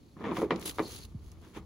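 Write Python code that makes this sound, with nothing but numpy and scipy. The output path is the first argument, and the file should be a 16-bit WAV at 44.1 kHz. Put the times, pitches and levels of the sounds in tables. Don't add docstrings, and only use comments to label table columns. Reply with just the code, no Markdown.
import sys
import numpy as np
from scipy import signal
from scipy.fft import rfft, irfft, next_fast_len
from scipy.io import wavfile
from scipy.ndimage import map_coordinates

SR = 44100
rng = np.random.default_rng(int(sys.argv[2]) if len(sys.argv) > 2 else 0)


def transcribe(u):
    v = np.clip(np.atleast_2d(u).T, -1, 1)
    q = np.round(v * 32767).astype(np.int16)
    wavfile.write(sys.argv[1], SR, q)


N = 72765


def amp(db):
    return 10 ** (np.asarray(db) / 20)


def unit(x):
    return x / np.sqrt(np.mean(x ** 2) + 1e-20)


def along(points, hz):
    f, values = np.transpose(points)
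    return np.interp(np.log(hz + 1), np.log(f + 1), values)


def level(points):
    return amp(np.interp(np.arange(N) / SR, *np.transpose(points)))


def since(s):
    return np.maximum(np.arange(N) / SR - s, 0)


def filtered(x, response):
    size = next_fast_len(N + SR // 4)
    return irfft(rfft(x, size) * response(np.fft.rfftfreq(size, 1 / SR)), size)[..., :N]


def noise():
    return rng.standard_normal((2, N))


def grains(per_s=7000, scatter_db=0.5):
    return noise() * (rng.random(N) < per_s / SR) * amp(scatter_db * rng.standard_normal(N))


def wobble(per_s):
    return map_coordinates(rng.standard_normal(N // 8), [np.arange(N) * per_s / SR], order=2)


def resonances(bands, hz):
    return sum(amp(db) * 1j * hz * width / (centre ** 2 - hz ** 2 + 1j * hz * width)
               for centre, width, db in bands)


def ring(modes, t, scatter_db):
    return sum(amp(db + scatter_db * rng.standard_normal() - 60 * t / t60) * np.sin(2 * np.pi * hz * t)
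               for hz, db, t60 in modes)


# f/Hz, coherence
BED_COHERENCE = [(200, 0.96), (1000, 0.84), (2000, 0.7), (3000, 0.17), (4200, 0.35), (6500, 0.32)]
WIDE_COHERENCE = [(40, 0.72), (300, 0.91), (1000, 0.087), (2000, 0.39), (4200, 0.38), (6500, 0.47)]
MONO_ABOVE_HZ = 7400

def stereo(pair, spectrum, coherence):
    def mid_and_side(hz):
        spread = np.arccos(np.clip(along(coherence, hz), -1, 1)) / 2 * (hz < MONO_ABOVE_HZ)
        return amp(along(spectrum, hz)) * [np.cos(spread), np.sin(spread)]
    mid, side = filtered(pair, mid_and_side)
    return unit(np.array([mid + side, mid - side]))


# f/Hz, level/dB
AIR_SPECTRUM = [(40, -4.5), (120, -0.5), (320, -2), (600, -16.5), (1000, -20.5), (1700, -29), (3300, -27),
                (6500, -31), (10000, -34.5), (15000, -39)]

def woodland_air():
    return amp(-59) * stereo(noise(), AIR_SPECTRUM, WIDE_COHERENCE)


# t/s, level/dB
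ROCKING = [(0, -65), (.25, -52), (.5, -51), (.75, -53), (.95, -51.5), (1.06, -52.5), (1.13, -49.5),
           (1.28, -51), (1.39, -49), (1.5, -65.5), (1.65, -46)]
# f/Hz, level/dB
RUMBLE_SPECTRUM = [(20, -40), (40, -16), (60, -0.5), (90, -3), (140, -10), (250, -30.5), (600, -83)]
# t/s, level/dB, starting f/Hz
BODY_THUMPS = [(1.045, -36, 81), (1.147, -27.5, 227), (1.266, -35, 73.5), (1.576, -42.5, 285)]
THUMP_END_HZ, THUMP_SAG_S, THUMP_RISE_S, THUMP_T60_S = 57.7, 0.0125, 0.0036, 0.14

def truck_body():
    out = level(ROCKING) * stereo(noise(), RUMBLE_SPECTRUM, WIDE_COHERENCE)
    for s, db, start_hz in BODY_THUMPS:
        t = since(s)
        hz = THUMP_END_HZ + (start_hz - THUMP_END_HZ) * np.exp(-t / THUMP_SAG_S)
        envelope = amp(db - 60 * t / THUMP_T60_S) * (1 - np.exp(-t / THUMP_RISE_S))
        out -= envelope * np.sin(2 * np.pi * np.cumsum(hz * (t > 0)) / SR)
    return out


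# t/s, level/dB, centre f/Hz
TWIG_TICKS = [(0.5598, -42.5, 4400), (0.596, -45.5, 9300), (0.6257, -41.5, 3150), (0.6946, -34, 3700),
              (1.317, -53, 6960)]
TICK_T60_S = 0.024

def twigs():
    out = np.zeros((2, N))
    for s, db, hz in TWIG_TICKS:
        t = since(s)
        spectrum = [(hz / 4, -18), (hz, 0), (hz * 2, -14), (hz * 4, -30)]
        out += (t > 0) * amp(db - 60 * t / TICK_T60_S) * stereo(noise(), spectrum, BED_COHERENCE)
    return out


# t/s, level/dB
SQUEAK_LEVEL = [(.81, -80), (.832, -54), (.865, -52.5), (.93, -63), (1.0, -63), (1.052, -59), (1.075, -84)]
# f/Hz, width/Hz, level/dB per pass
CLOTH_BANDS = [(4310, 700, 15.5), (6450, 470, 4)]
FLUTTER_DB = 5.5

def cloth_squeak():
    slips = noise()[0] * amp(FLUTTER_DB * wobble(per_s=140))
    return level(SQUEAK_LEVEL) * unit(filtered(slips, lambda hz: resonances(CLOTH_BANDS, hz) ** 2))


# t/s, level/dB
RUSTLE_LEVEL = [(.15, -80), (.32, -67), (.372, -49.5), (.42, -54.5), (.48, -75), (.594, -63), (.612, -51.5),
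                (.648, -51.5), (.735, -56.5), (.82, -57), (.88, -51.5), (.935, -47.5), (1.052, -56),
                (1.066, -69.5), (1.16, -81), (1.23, -71.5), (1.28, -66), (1.37, -77.5), (1.45, -68),
                (1.53, -70.5), (1.572, -59), (1.63, -87)]
# f/Hz, level/dB
RUSTLE_SPECTRUM = [(500, -5), (1200, -2.5), (2300, 0), (3300, 3.5), (4300, 5.5), (5300, 0), (6400, 3),
                   (7300, -1), (10000, 0.5), (13000, -3), (15500, -4.5)]
SWISH_SPECTRUM = [(600, -4.5), (1200, -7), (2200, -4.5), (3600, 1), (5500, -6), (8000, -2), (10500, -1),
                  (13000, -3), (15500, -10.5)]
# f/Hz, width/Hz, level/dB
BRUSH_RINGS = [(6490, 40, 2), (10050, 40, -2), (10390, 110, 0), (10780, 60, -3)]
# f/Hz, phase/rad
LEFT_LEAD = [(400, 0), (1000, .5), (2000, 3), (3000, 4.9), (4200, 6.283)]
SWISH_START_S, SWISH_RISE_S, SWISH_LENGTH_S, SWISH_RELEASE_S = 0.653, 0.0074, 0.058, 0.018
SWISH_DB, SWISH_FADE_DB_PER_S, CLUMP_DB = -35, 187, 2

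def brushing():
    def rings_and_direction(hz):
        right_lag = along(LEFT_LEAD, hz) * np.array([[0], [1]])
        return (1 + resonances(BRUSH_RINGS, hz)) * np.exp(-1j * right_lag)
    rustle = level(RUSTLE_LEVEL) * stereo(grains(), RUSTLE_SPECTRUM, WIDE_COHERENCE)
    t = since(SWISH_START_S)
    stroke = np.minimum(t / SWISH_RISE_S, 1) * amp(SWISH_DB - SWISH_FADE_DB_PER_S * t)
    release = np.exp(-since(SWISH_START_S + SWISH_LENGTH_S) / SWISH_RELEASE_S)
    swish = stroke * release * stereo(grains() + amp(-14.5) * noise(), SWISH_SPECTRUM, WIDE_COHERENCE)
    clumps = amp(CLUMP_DB * wobble(per_s=200))
    return filtered((rustle + swish) * clumps, rings_and_direction)


# middle t/s, level/dB, half length/s
SOLE_STROKES = [(0.37, -44.5, 0.013), (1.446, -61.5, 0.013), (1.478, -69, 0.013), (1.567, -52.5, 0.018)]
# f/Hz, level/dB
GRIT_SPECTRUM = [(300, -6), (1000, 0), (1600, 1.5), (2700, -3), (3400, -2), (4500, -13.5), (7000, -13),
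                 (12000, -34)]

def sole_scuffs():
    t = since(0)
    strokes = sum(amp(db) * np.exp(-((t - s) / half) ** 2 / 2) for s, db, half in SOLE_STROKES)
    return strokes * stereo(grains(), GRIT_SPECTRUM, BED_COHERENCE)


# t/s, level/dB
DRAG_LEVEL = [(.13, -81.5), (.19, -50.5), (.228, -41), (.262, -37), (.305, -37.5), (.33, -41), (.35, -50),
              (.375, -38), (.445, -39), (.49, -54.5), (.575, -40.5), (.62, -48.5), (.7, -49), (.76, -55.5),
              (.87, -52), (1.1, -65), (1.4, -65), (1.46, -61.5), (1.53, -61), (1.575, -46.5), (1.65, -66)]
# f/Hz, level/dB
SCRAPE_SPECTRUM = [(65, -25), (110, -7), (145, -8.5), (190, 2), (310, 0.5), (410, 0), (650, -13),
                   (850, -11), (1200, -9.5), (1560, -21.5), (2250, -18.5), (2700, -27.5), (3500, -25.5),
                   (4500, -41), (7000, -42), (10000, -75)]
JERK_DB = 2.5

def load_scrape():
    slips = grains(per_s=1400, scatter_db=1.5) + amp(-18.5) * noise()
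    scrape = stereo(slips, SCRAPE_SPECTRUM, BED_COHERENCE)
    jerks = amp(JERK_DB * wobble(per_s=90))
    return level(DRAG_LEVEL) * jerks * scrape


# f/Hz, level/dB, t60/s
EDGE_MODES = [(3160, -1.8, 0.011), (3954, -1.9, 0.015)]
SNAP_S, SNAP_DB = 0.71, -31.5

def edge_snap():
    return amp(SNAP_DB) * ring(EDGE_MODES, since(SNAP_S), scatter_db=6)


# f/Hz, level/dB
BED_SPECTRUM = [(100, -7.5), (180, -8.5), (380, 4.5), (620, -6), (1050, 3.5), (1520, -9.5), (1950, -3.5),
                (2700, -9.5), (4000, -12.5), (5500, -17), (12000, -24)]
# f/Hz, t60/s
BED_DECAY = [(200, 0.52), (450, 0.24), (1000, 0.13), (2500, .1), (8000, 0.17)]

def bed_tail():
    hz, t, bands = signal.stft(stereo(noise(), BED_SPECTRUM, BED_COHERENCE), SR, nperseg=256)
    decay = amp(-60 * t / along(BED_DECAY, hz)[:, None])
    return signal.istft(bands * decay, SR, nperseg=256)[1][:, :N]


# t/s, crack level/dB, floor level/dB, boom level/dB, low-pass f/Hz, boom f/Hz
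BLOWS = [(0.167, -62, -56, -43, 1510, 199), (.206, -42, -48, -41.5, 1390, 233),
         (.241, -27, -40.5, -48, 2300, 330), (.251, -31, -36.5, -48, 1880, 400),
         (.3125, -24.5, -35, -46, 1690, 420), (.318, -30, -38.5, -27.5, 1446, 262),
         (.368, -26, -35, -36, 2400, 290), (.383, -42, -56, -27, 980, 303),
         (.418, -18, -32.5, -21.5, 800, 466), (.429, -18.5, -29, -20.5, 603, 424),
         (0.507, -12.5, -25, -44, 2600, 405), (0.5208, -27, -38, -23, 1100, 386),
         (.526, -38, -50, -26.5, 1078, 167), (0.657, -37, -49, -37, 984, 302),
         (.785, -19.5, -37, -37, 2870, 425), (.794, -12, -30.5, -28.5, 2040, 423),
         (.801, -37, -37.5, -24, 810, 356), (1.471, -66, -66, -51.5, 1200, 300),
         (1.564, -56, -50, -38.5, 2520, 220)]
# f/Hz, level/dB, t60/s
CONTACT_MODES = [(1097, -2, 0.0079), (2000, -7.5, 0.0036), (3720, -6.5, 0.0031)]
RIBBED_FLOOR_MODES = [(685, -7, 0.048), (914, -12, 0.074), (1104, 4, 0.031), (1255, -17, 0.096),
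                      (1749, -7.5, 0.059), (2030, -26, 0.079), (2353, -11.5, 0.094), (3327, -3, 0.023)]
PANEL_MODES = [(179.9, -5, 0.21), (213.3, -10, 0.23), (277, -10.5, 0.057), (324.4, -4, .2),
               (359, -2, 0.073), (414, -3, 0.11), (508.3, -9.5, 0.18)]
CRACK_T60_S, BOOM_RISE_S, BED_LOW_CUT_HZ = 0.019, 0.00083, 120
BOOM_FOCUS_DB = 11

def knocks():
    out, t = np.zeros((2, N)), since(0)
    for s, crack_db, floor_db, boom_db, cutoff_hz, boom_hz in BLOWS:
        burst = amp(-11 - 60 * t / CRACK_T60_S) * stereo(noise(), BED_SPECTRUM, BED_COHERENCE)
        crack = amp(crack_db) * (burst - ring(CONTACT_MODES, t, scatter_db=0))
        floor = amp(floor_db) * (ring(RIBBED_FLOOR_MODES, t, scatter_db=2.5) + amp(0.5) * bed_tail())
        clack = signal.lfilter(*signal.butter(2, cutoff_hz, fs=SR), crack + floor)
        panels = [(hz, db - BOOM_FOCUS_DB * np.log2(hz / boom_hz) ** 2, t60)
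                  for hz, db, t60 in PANEL_MODES]
        boom = amp(boom_db) * ring(panels, t, scatter_db=1.5) * (1 - np.exp(-t / BOOM_RISE_S))
        start = round(s * SR)
        out[:, start:] += (clack + boom)[:, :N - start]
    return signal.lfilter(*signal.butter(3, BED_LOW_CUT_HZ, "high", fs=SR), out)


def scene():
    in_the_bed = knocks() + edge_snap() + load_scrape() + sole_scuffs()
    return in_the_bed + brushing() + cloth_squeak() + twigs() + truck_body() + woodland_air()


# f/Hz, left minus right level/dB
MIC_BALANCE = [(80, 1), (260, -1.5), (1000, 1), (2200, 1.8), (4000, 1.3), (6000, -1.5)]
LAG_ABOVE_HZ, LAG_HZ_PER_CYCLE, BAND_LIMIT_HZ = 6200, 4800, 15780

def record(dry):
    def microphones(hz):
        balance = amp(along(MIC_BALANCE, hz) * (hz < MONO_ABOVE_HZ) * np.array([[0.5], [-0.5]]))
        lag_cycles = np.maximum(hz - LAG_ABOVE_HZ, 0) / LAG_HZ_PER_CYCLE * np.array([[1], [0]])
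        return balance * np.exp(-2j * np.pi * lag_cycles) * (hz < BAND_LIMIT_HZ)
    return filtered(dry, microphones)


dry = scene()
out = record(dry)
transcribe(out)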